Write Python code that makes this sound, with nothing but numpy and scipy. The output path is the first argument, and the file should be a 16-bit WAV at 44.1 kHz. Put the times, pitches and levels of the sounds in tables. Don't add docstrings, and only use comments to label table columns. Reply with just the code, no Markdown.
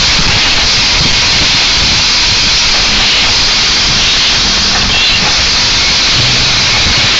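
import sys
import numpy as np
from scipy import signal
from scipy.fft import rfft, irfft, next_fast_len
from scipy.io import wavfile

SR = 44100
rng = np.random.default_rng(int(sys.argv[2]) if len(sys.argv) > 2 else 0)


def wav_out(sig):
    wavfile.write(sys.argv[1], SR, np.round(np.clip(np.atleast_2d(sig).T, -1, 1) * 32767).astype(np.int16))


N = 317079
TIME_S = np.arange(N) / SR
AGE_S = TIME_S[:SR]

# (frequency [Hz], density [dB])
RUMBLE_SPECTRUM = [(4, -11), (12, 2.5), (30, 1.5), (60, -0.5), (90, -5.5), (130, -8), (300, -22),
                   (700, -33.5), (2000, -66)]
# (frequency [Hz], density [dB])
CLATTER_SPECTRUM = [(100, -7.5), (300, -4.5), (550, -4), (900, -1), (1600, -1.5), (2500, 2.5), (5000, -23)]
# (time [s], level [dB])
CLATTER_LEVEL = [(0, -21), (.25, -13.5), (.7, -20.5), (1.7, -17.5), (2.5, -29), (2.9, -18), (4.0, -21.5),
                 (4.6, -18), (6, -19), (7.19, -15)]
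# (start [s], length [s], level [dB])
RUBS = [(-.05, .45, -15.5), (0.756, .4, -20), (1.157, .42, -17.5), (1.801, .23, -13), (3.87, .2, -19.5)]
# (frequency [Hz], density [dB])
RUB_SPECTRUM = [(20, -4), (45, -0.5), (95, 0), (140, -3.5), (250, -10), (450, -24), (1000, -48.5)]
# (start [s], length [s], level [dB])
SURGES = [(-.05, .44, -10.5), (0.519, .08, -9.5), (0.93, .075, -8.5), (1.077, 0.1, -12),
          (1.292, .06, -11.5), (1.405, 0.047, -12), (1.73, 0.055, -14), (2.65, 0.39, -17),
          (3.381, 0.11, -15), (4.333, .085, -16)]
# (frequency [Hz], density [dB])
SURGE_SPECTRUM = [(4, -7), (13, 0), (25, -5), (50, -10), (100, -23), (400, -53)]
# (harmonic [-], level [dB])
HUM_HARMONICS = [(1, -37), (4, -31), (5, -31), (6, -37)]
# (start [s], length [s], level [dB], pitch [Hz], jitter [cycles])
DRONES = [(2.88, 0.21, -22, 202.6, 0.064), (4.368, 0.62, -25, 200.2, 0.087),
          (6.123, 0.27, -12.5, 119.6, 0.16), (6.303, 0.51, -20.5, 122, 0.15)]
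# (frequency [Hz], density [dB])
BUZZ_SPECTRUM = [(40, -7), (120, -2), (250, -3.5), (450, -10), (900, -30.5)]
# (time [s], level [dB], pitch [Hz])
THUDS = [(0.075, -6, 108), (.186, -6, 150), (.266, -4.5, 170), (.29, -8.5, 130), (.331, -9, 120),
         (0.359, -8.5, 110), (.775, -3, 119), (1.005, -1, 132), (1.05, -3, 152.5), (1.36, -11, 100),
         (1.414, -4, 60), (1.545, -9.5, 110), (1.84, -9.5, 119), (2.316, -5.5, 99), (2.462, -8, 45.3),
         (3.223, -10.5, 154), (3.901, -11, 113), (3.955, -9, 115), (5.153, -12, 98.5), (5.222, -11.5, 170),
         (5.895, -13, 140), (6.859, -2.5, 76), (6.906, -11.5, 99), (6.972, -4, 109), (7.038, -6, 119)]
# (frequency [Hz], density [dB])
SHUDDER_SPECTRUM = [(25, -21), (60, 0), (130, 0.5), (250, -4.5), (500, -30), (1200, -30.5)]
# (time [s], level [dB], pitch [Hz])
TAPS = [(.578, -16, 840), (5.264, -10.5, 836), (5.266, -12, 1792), (6.738, -11.5, 850)]
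# (time [s], level [dB], t60 [s])
CLANKS = [(.27, -16, 0.34), (0.565, -11, 0.62), (2.738, -9, 0.36), (2.831, -19, 0.47), (3.0, -7.5, 0.22),
          (3.235, -11.5, 0.6), (3.696, -20, 0.098), (4.747, -8, 0.32), (4.822, -15, 0.096),
          (4.94, -10, 0.24), (5.224, -12.5, 0.1), (5.263, -6.5, 0.22), (5.88, -8, 0.074),
          (6.746, -10, 0.28)]
# (frequency [Hz], width [Hz], level [dB])
PART_MODES = [(785, 62, -9.5), (878, 61, -3), (1160, 90, -5.5), (1250, 49, -4), (1556, 90, -3.5),
              (1783, 80, 0), (2550, 250, -0.5)]
# (start [s], length [s], level [dB], slack pitch [Hz], pressed pitch [Hz], width [Hz])
SQUEAKS = [(4.814, .024, -14, 2700, 2700, 160), (4.885, .135, -13.5, 3150, 3490, 130),
           (5.012, .075, -8.5, 3150, 3490, 220), (5.08, .09, -16, 3150, 3490, 220),
           (4.925, .165, -12, 2650, 2780, 380), (5.095, .035, -13, 2650, 2650, 300),
           (5.12, .05, -10.5, 2805, 2805, 180), (5.03, .11, -10, 3880, 4070, 300)]
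# (time [s], pressure [0-1])
PRESSURE = [(4.915, 0), (4.935, .45), (5.0, .42), (5.04, 1), (5.07, .95), (5.1, .42), (5.16, .3)]
# (start [s], length [s], level [dB], scrape centre [Hz], rattle dip [dB])
STROKES = [(0.267, 0.398, -6, 2720, 4.5), (1.263, .44, -8.5, 2710, 0), (2.91, .39, -4, 2860, 3),
           (3.919, .47, -7, 2930, 0), (4.815, 0.018, -10, 3150, 0.5), (4.91, 0.302, -6, 2920, 4.5),
           (6.02, .33, -8.5, 2980, -0.5), (6.912, 0.39, -8.5, 2890, 0.5)]
# (frequency [Hz], density [dB])
RASP_SPECTRUM = [(400, -22), (1000, -17.5), (2100, -.5), (2800, -1.5), (3400, 3), (3800, 3.5), (4200, 4),
                 (4800, -2.5), (5400, -5), (6500, -27.5)]
# (frequency [Hz], width [Hz], level [dB])
TRACK_MODES = [(450, 40, -3), (720, 40, -5), (850, 30, -3), (1120, 45, -3), (1262, 60, 0), (1405, 25, -5),
               (1534, 25, -1), (1610, 40, -4), (1720, 30, -3), (1795, 45, -2), (2060, 60, 1)]
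# (time [s], level [dB])
TRACK_LEVEL = [(0, -26.5), (2.6, -29.5), (3.6, -22.5), (5.6, -24), (7.19, -20.5)]
# (start [s], length [s], level [dB])
TUMBLES = [(0.637, 0.16, -6), (2.486, 0.13, -11.5), (3.277, 0.21, -9), (5.286, 0.093, -11)]
# (frequency [Hz], density [dB])
TUMBLE_SPECTRUM = [(2500, -16.5), (4000, -4), (5100, -1), (6000, -8), (7500, -22)]
# (time [s], level [dB], pitch [Hz], t60 [s])
CLINKS = [(.24, -10.5, 2568, .48), (.305, -5, 2745, .31), (.42, -6.5, 2851, .34), (.44, -8, 2530, .25),
          (.57, -6.5, 4431, .15), (.67, -7.5, 4960, .3), (1.08, -8, 3275, .3), (1.29, -6, 4130, .5),
          (1.83, -7, 5365, .3), (2.12, -7, 4670, .33), (2.23, -6, 4020, .3), (2.41, -8, 3170, .35),
          (2.53, -4, 5120, .4), (2.57, -7, 5660, .39), (3.06, -6, 2760, .28), (3.06, -3.5, 4202, .25),
          (3.075, -3, 4655, .22), (3.135, -4.5, 2940, .27), (3.16, -4, 4270, .2), (3.21, -9, 2180, .3),
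          (4.02, -8.5, 2760, .35), (4.08, -4, 3740, .4), (6.93, -2, 4365, .28), (6.96, -8, 2860, .3),
          (7.03, -6, 3950, .3)]
# (frequency [Hz], density [dB])
HEAP_SPECTRUM = [(250, -15.5), (600, -17), (1000, -11.5), (1950, -9.5), (2450, -2.5), (2950, -5.5),
                 (3250, -2.5), (3800, -2.5), (4100, -1), (4600, 0), (5100, -0.5), (5400, -3), (6300, -5),
                 (7500, -19)]
# (time [s], level [dB], lower-ring swell [dB])
HEAP_DRIFT = [(0, -0.5, 0), (1.0, -4.5, 0.5), (1.7, -4, 0), (3.3, -3.5, 0.5), (4.7, -6, -2),
              (5.5, -5, -0.5), (5.9, -5, -1), (7.19, -6.5, 1)]
# (frequency [Hz], t60 [s], level [dB])
BOWL_MODES = [(963, .06, -9), (1222, .1, -9), (1405, .1, -8), (1534, .12, -8), (1582, .12, -8),
              (2060, .06, -6), (2170, .1, -4), (2207, .25, -1), (2756, .35, -5), (3299, .12, -5),
              (3499, .1, -3), (3730, .12, -5), (3950, .1, -4), (4086, .12, 0), (4160, .15, -3),
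              (4285, .15, -5), (4440, .15, -5), (4602, .15, -4), (5119, .12, -4), (5361, .3, -5),
              (5620, .15, -8), (6600, .15, -10)]
# (start [s], length [s], frequency [Hz], width [Hz], level [dB])
NEAR_MODES = [(-.4, 4.2, 961, 55, -21), (-.4, 4.3, 4128, 140, -11.5), (.6, 2.2, 2460, 200, -16.5),
              (1.61, 1.2, 4110, 94, -17), (3.9, 1.1, 2760, 25, -26), (3.5, 1.4, 3195, 60, -15.5),
              (5.346, 2.3, 4190, 560, -8), (5.4, .32, 4140, 64, -15), (5.6, 1.66, 2410, 160, -16.5),
              (6.2, 1.6, 3880, 40, -12), (1.05, .35, 2207, 14, -13.5), (5.72, .33, 2190, 13, -12),
              (6.495, .5, 2195, 18, -13)]
# (frequency [Hz], gain [dB])
MIC_RESPONSE = [(5000, -1), (6000, -3), (6600, -5.5), (7100, -6.5), (7550, -11.5), (7800, -26),
                (8100, -35.5)]

DRIVE_HZ = 48.42


def amp(db):
    return 10 ** (np.asarray(db) / 20)


def unit(x):
    return x / np.sqrt(np.mean(x ** 2) + 1e-20)


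def curve(rows, column=1):
    rows = np.asarray(rows)
    return np.interp(TIME_S, rows[:, 0], rows[:, column])


def colour(x, spectrum):
    hz, db = np.transpose(spectrum)
    size = next_fast_len(len(x) + 4096)
    bins_hz = np.fft.rfftfreq(size, 1 / SR)
    gain = amp(np.interp(np.log(bins_hz + 1), np.log(hz + 1), db))
    return irfft(rfft(x, size) * gain, size)[:len(x)]


def noise(spectrum):
    return unit(colour(rng.standard_normal(N), spectrum))


def wander(rate_hz):
    knots = rng.standard_normal(2000)
    return unit(np.interp(TIME_S * rate_hz, np.arange(len(knots)), knots))


def ring(x, hz, width_hz):
    pole = np.exp((-np.pi * width_hz + 2j * np.pi * hz) / SR)
    return unit(signal.lfilter([1], [1, -pole], x).imag)


def impacts(per_s, spread_db):
    at = np.flatnonzero(rng.random(N) < per_s / SR)
    out = np.zeros(N)
    out[at] = rng.choice([-1, 1], len(at)) * amp(spread_db * np.minimum(rng.exponential(1, len(at)), 4))
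    return out


def spell(start_s, length_s, edge):
    progress = np.linspace(0, 1, 101)
    ramp = np.clip(np.minimum(progress, 1 - progress) / edge, 0, 1)
    return np.interp(TIME_S, start_s + length_s * progress, np.sin(np.pi / 2 * ramp))


def spells(rows, edge):
    return sum(amp(db) * spell(start_s, length_s, edge) for start_s, length_s, db in rows)


def blow(rise_s, t60_s):
    return (1 - np.exp(-AGE_S / rise_s)) * np.exp(-np.log(1000) * AGE_S / t60_s)


def add(mix, time_s, sound):
    part = mix[max(round(time_s * SR), 0):][:len(sound)]
    part += sound[:len(part)]


def shop(rumble_db=-17.5):
    rumble = noise(RUMBLE_SPECTRUM) * amp(rumble_db + 2.5 * wander(rate_hz=23))
    clatter = noise(CLATTER_SPECTRUM) * amp(curve(CLATTER_LEVEL) + 3.1 * wander(rate_hz=40))
    return rumble + clatter


def handling():
    slips = unit(colour(impacts(per_s=700, spread_db=4), RUB_SPECTRUM))
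    return slips * spells(RUBS, edge=0.13) + noise(SURGE_SPECTRUM) * spells(SURGES, edge=0.12)


def drive_hum():
    cycles = DRIVE_HZ * TIME_S + 0.016 * wander(rate_hz=2.7)
    return sum(amp(db) * np.sqrt(2) * np.sin(2 * np.pi * (harmonic * cycles + rng.random()))
               for harmonic, db in HUM_HARMONICS)


def panel_drones():
    buzz = amp(-6) * noise(BUZZ_SPECTRUM)
    out = np.zeros(N)
    for start_s, length_s, db, hz, jitter_cycles in DRONES:
        phase = 2 * np.pi * (hz * TIME_S + jitter_cycles * wander(rate_hz=45))
        out += amp(db) * spell(start_s, length_s, edge=0.18) * (np.sqrt(2) * np.sin(phase) + buzz)
    return out * amp(3 * wander(rate_hz=55))


def frame_thuds():
    swing, envelope = np.zeros((2, N))
    for time_s, db, hz in THUDS:
        push = amp(db + 5.5) * blow(rise_s=0.0023, t60_s=0.075)
        add(swing, time_s, push * np.sin(2 * np.pi * hz * AGE_S))
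        add(envelope, time_s, push)
    shudder = unit(np.tanh(noise(SHUDDER_SPECTRUM)))
    return swing + amp(-2.5) * envelope * shudder


def taps():
    out = np.zeros(N)
    for time_s, db, hz in TAPS:
        add(out, time_s, amp(db) * blow(rise_s=0.005, t60_s=0.17) * np.sin(2 * np.pi * hz * AGE_S))
    return out


def clanks():
    chatter = rng.standard_normal(N)
    metal = unit(sum(amp(db) * ring(chatter, hz, width_hz) for hz, width_hz, db in PART_MODES))
    envelope = np.zeros(N)
    for time_s, db, t60_s in CLANKS:
        add(envelope, time_s, amp(db) * blow(rise_s=0.0022, t60_s=t60_s))
    return metal * envelope


def squeaks():
    pressure = curve(PRESSURE)
    out = np.zeros(N)
    for start_s, length_s, db, slack_hz, pressed_hz, width_hz in SQUEAKS:
        phase = 2 * np.pi * np.cumsum(slack_hz + (pressed_hz - slack_hz) * pressure) / SR
        band = wander(1.5 * width_hz) * np.sin(phase) + wander(1.5 * width_hz) * np.cos(phase)
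        out += amp(db) * spell(start_s, length_s, edge=0.15) * unit(band)
    return out


def machine_strokes(scrape_width_hz=700, scrape_db=-7):
    grit = unit(colour(impacts(per_s=3000, spread_db=5.5), RASP_SPECTRUM))
    slips = rng.standard_normal(N)
    out = np.zeros(N)
    for start_s, length_s, db, hz, _ in STROKES:
        scrape = ring(ring(slips, hz, scrape_width_hz), hz, scrape_width_hz)
        out += amp(db) * spell(start_s, length_s, edge=0.29) * (grit + amp(scrape_db) * scrape)
    return out * amp(1.2 * wander(rate_hz=35))


def track():
    ticks = impacts(per_s=3000, spread_db=3)
    modes = sum(amp(db) * ring(ticks, hz, width_hz) for hz, width_hz, db in TRACK_MODES)
    return unit(modes) * amp(curve(TRACK_LEVEL))


def tumbles():
    ticks = unit(colour(impacts(per_s=4000, spread_db=3), TUMBLE_SPECTRUM))
    return ticks * spells(TUMBLES, edge=0.18)


def clinks(mean_split_hz=31):
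    out = np.zeros(N)
    for time_s, db, hz, t60_s in CLINKS:
        twin_hz = hz + mean_split_hz * (0.5 + rng.random())
        pair = np.sin(2 * np.pi * hz * AGE_S) + amp(-9.5) * np.sin(2 * np.pi * twin_hz * AGE_S)
        add(out, time_s, amp(db) * blow(rise_s=0.005, t60_s=t60_s) * pair)
    return out


def pings(count=3500):
    age_s = AGE_S[:3000]
    out = np.zeros(N)
    for when, pitch, strength, sustain in rng.random((count, 4)):
        hz = 900 + 6300 * pitch
        t60_s = 0.13 * (0.5 + sustain)
        envelope = amp(6.7 * strength) * np.exp(-np.log(1000) * age_s / t60_s)
        add(out, when * N / SR, envelope * np.sin(2 * np.pi * hz * age_s))
    return unit(out)


def slackening_db(lead_s=0.12, lag_s=0.07):
    return sum(dip_db * spell(start_s - lead_s, length_s + lead_s + lag_s, edge=0.2)
               for start_s, length_s, _, _, dip_db in STROKES)


def screw_rattle():
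    hop = 1 + 0.15 * np.cos(2 * np.pi * DRIVE_HZ * TIME_S)
    ticks = unit(impacts(per_s=5000 * hop, spread_db=2))
    heap = unit(unit(colour(ticks, HEAP_SPECTRUM)) + amp(-6) * unit(colour(pings(), HEAP_SPECTRUM)))
    bowl, near = np.zeros((2, N))
    for hz, t60_s, db in BOWL_MODES:
        gain = amp(db + 0.8 * wander(rate_hz=7))
        strikes = ticks * rng.standard_normal(N)
        bowl += gain * ring(strikes, hz, width_hz=np.log(1000) / np.pi / t60_s)
    for start_s, length_s, hz, width_hz, db in NEAR_MODES:
        strikes = ticks * rng.standard_normal(N)
        near += amp(db) * spell(start_s, length_s, edge=0.19) * ring(strikes, hz, width_hz)
    rattle = heap + amp(-11.5) * unit(bowl)
    lower_ring = colour(rattle, [(1200, -31.5), (2050, 11.5), (3300, 1.0), (4300, -16.5)])
    swell = amp(curve(HEAP_DRIFT, column=2)) - 1
    return amp(curve(HEAP_DRIFT) - slackening_db()) * (rattle + near + swell * lower_ring)


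def scene():
    screws = screw_rattle() + track() + clinks() + tumbles()
    machine = machine_strokes() + squeaks() + clanks() + taps() + frame_thuds()
    background = handling() + drive_hum() + panel_drones() + shop()
    return (screws + machine + background)[None]


def record(dry):
    gain_db, ceiling, cutoff_hz = 2.0, 0.53, 8145
    overloaded = np.clip(amp(gain_db) * dry[0], -ceiling, ceiling)
    lowpass = signal.firwin(1023, cutoff_hz, window=("kaiser", 9), fs=SR)
    return signal.oaconvolve(colour(overloaded, MIC_RESPONSE), lowpass, "same")[None]


dry = scene()
out = record(dry)
wav_out(out)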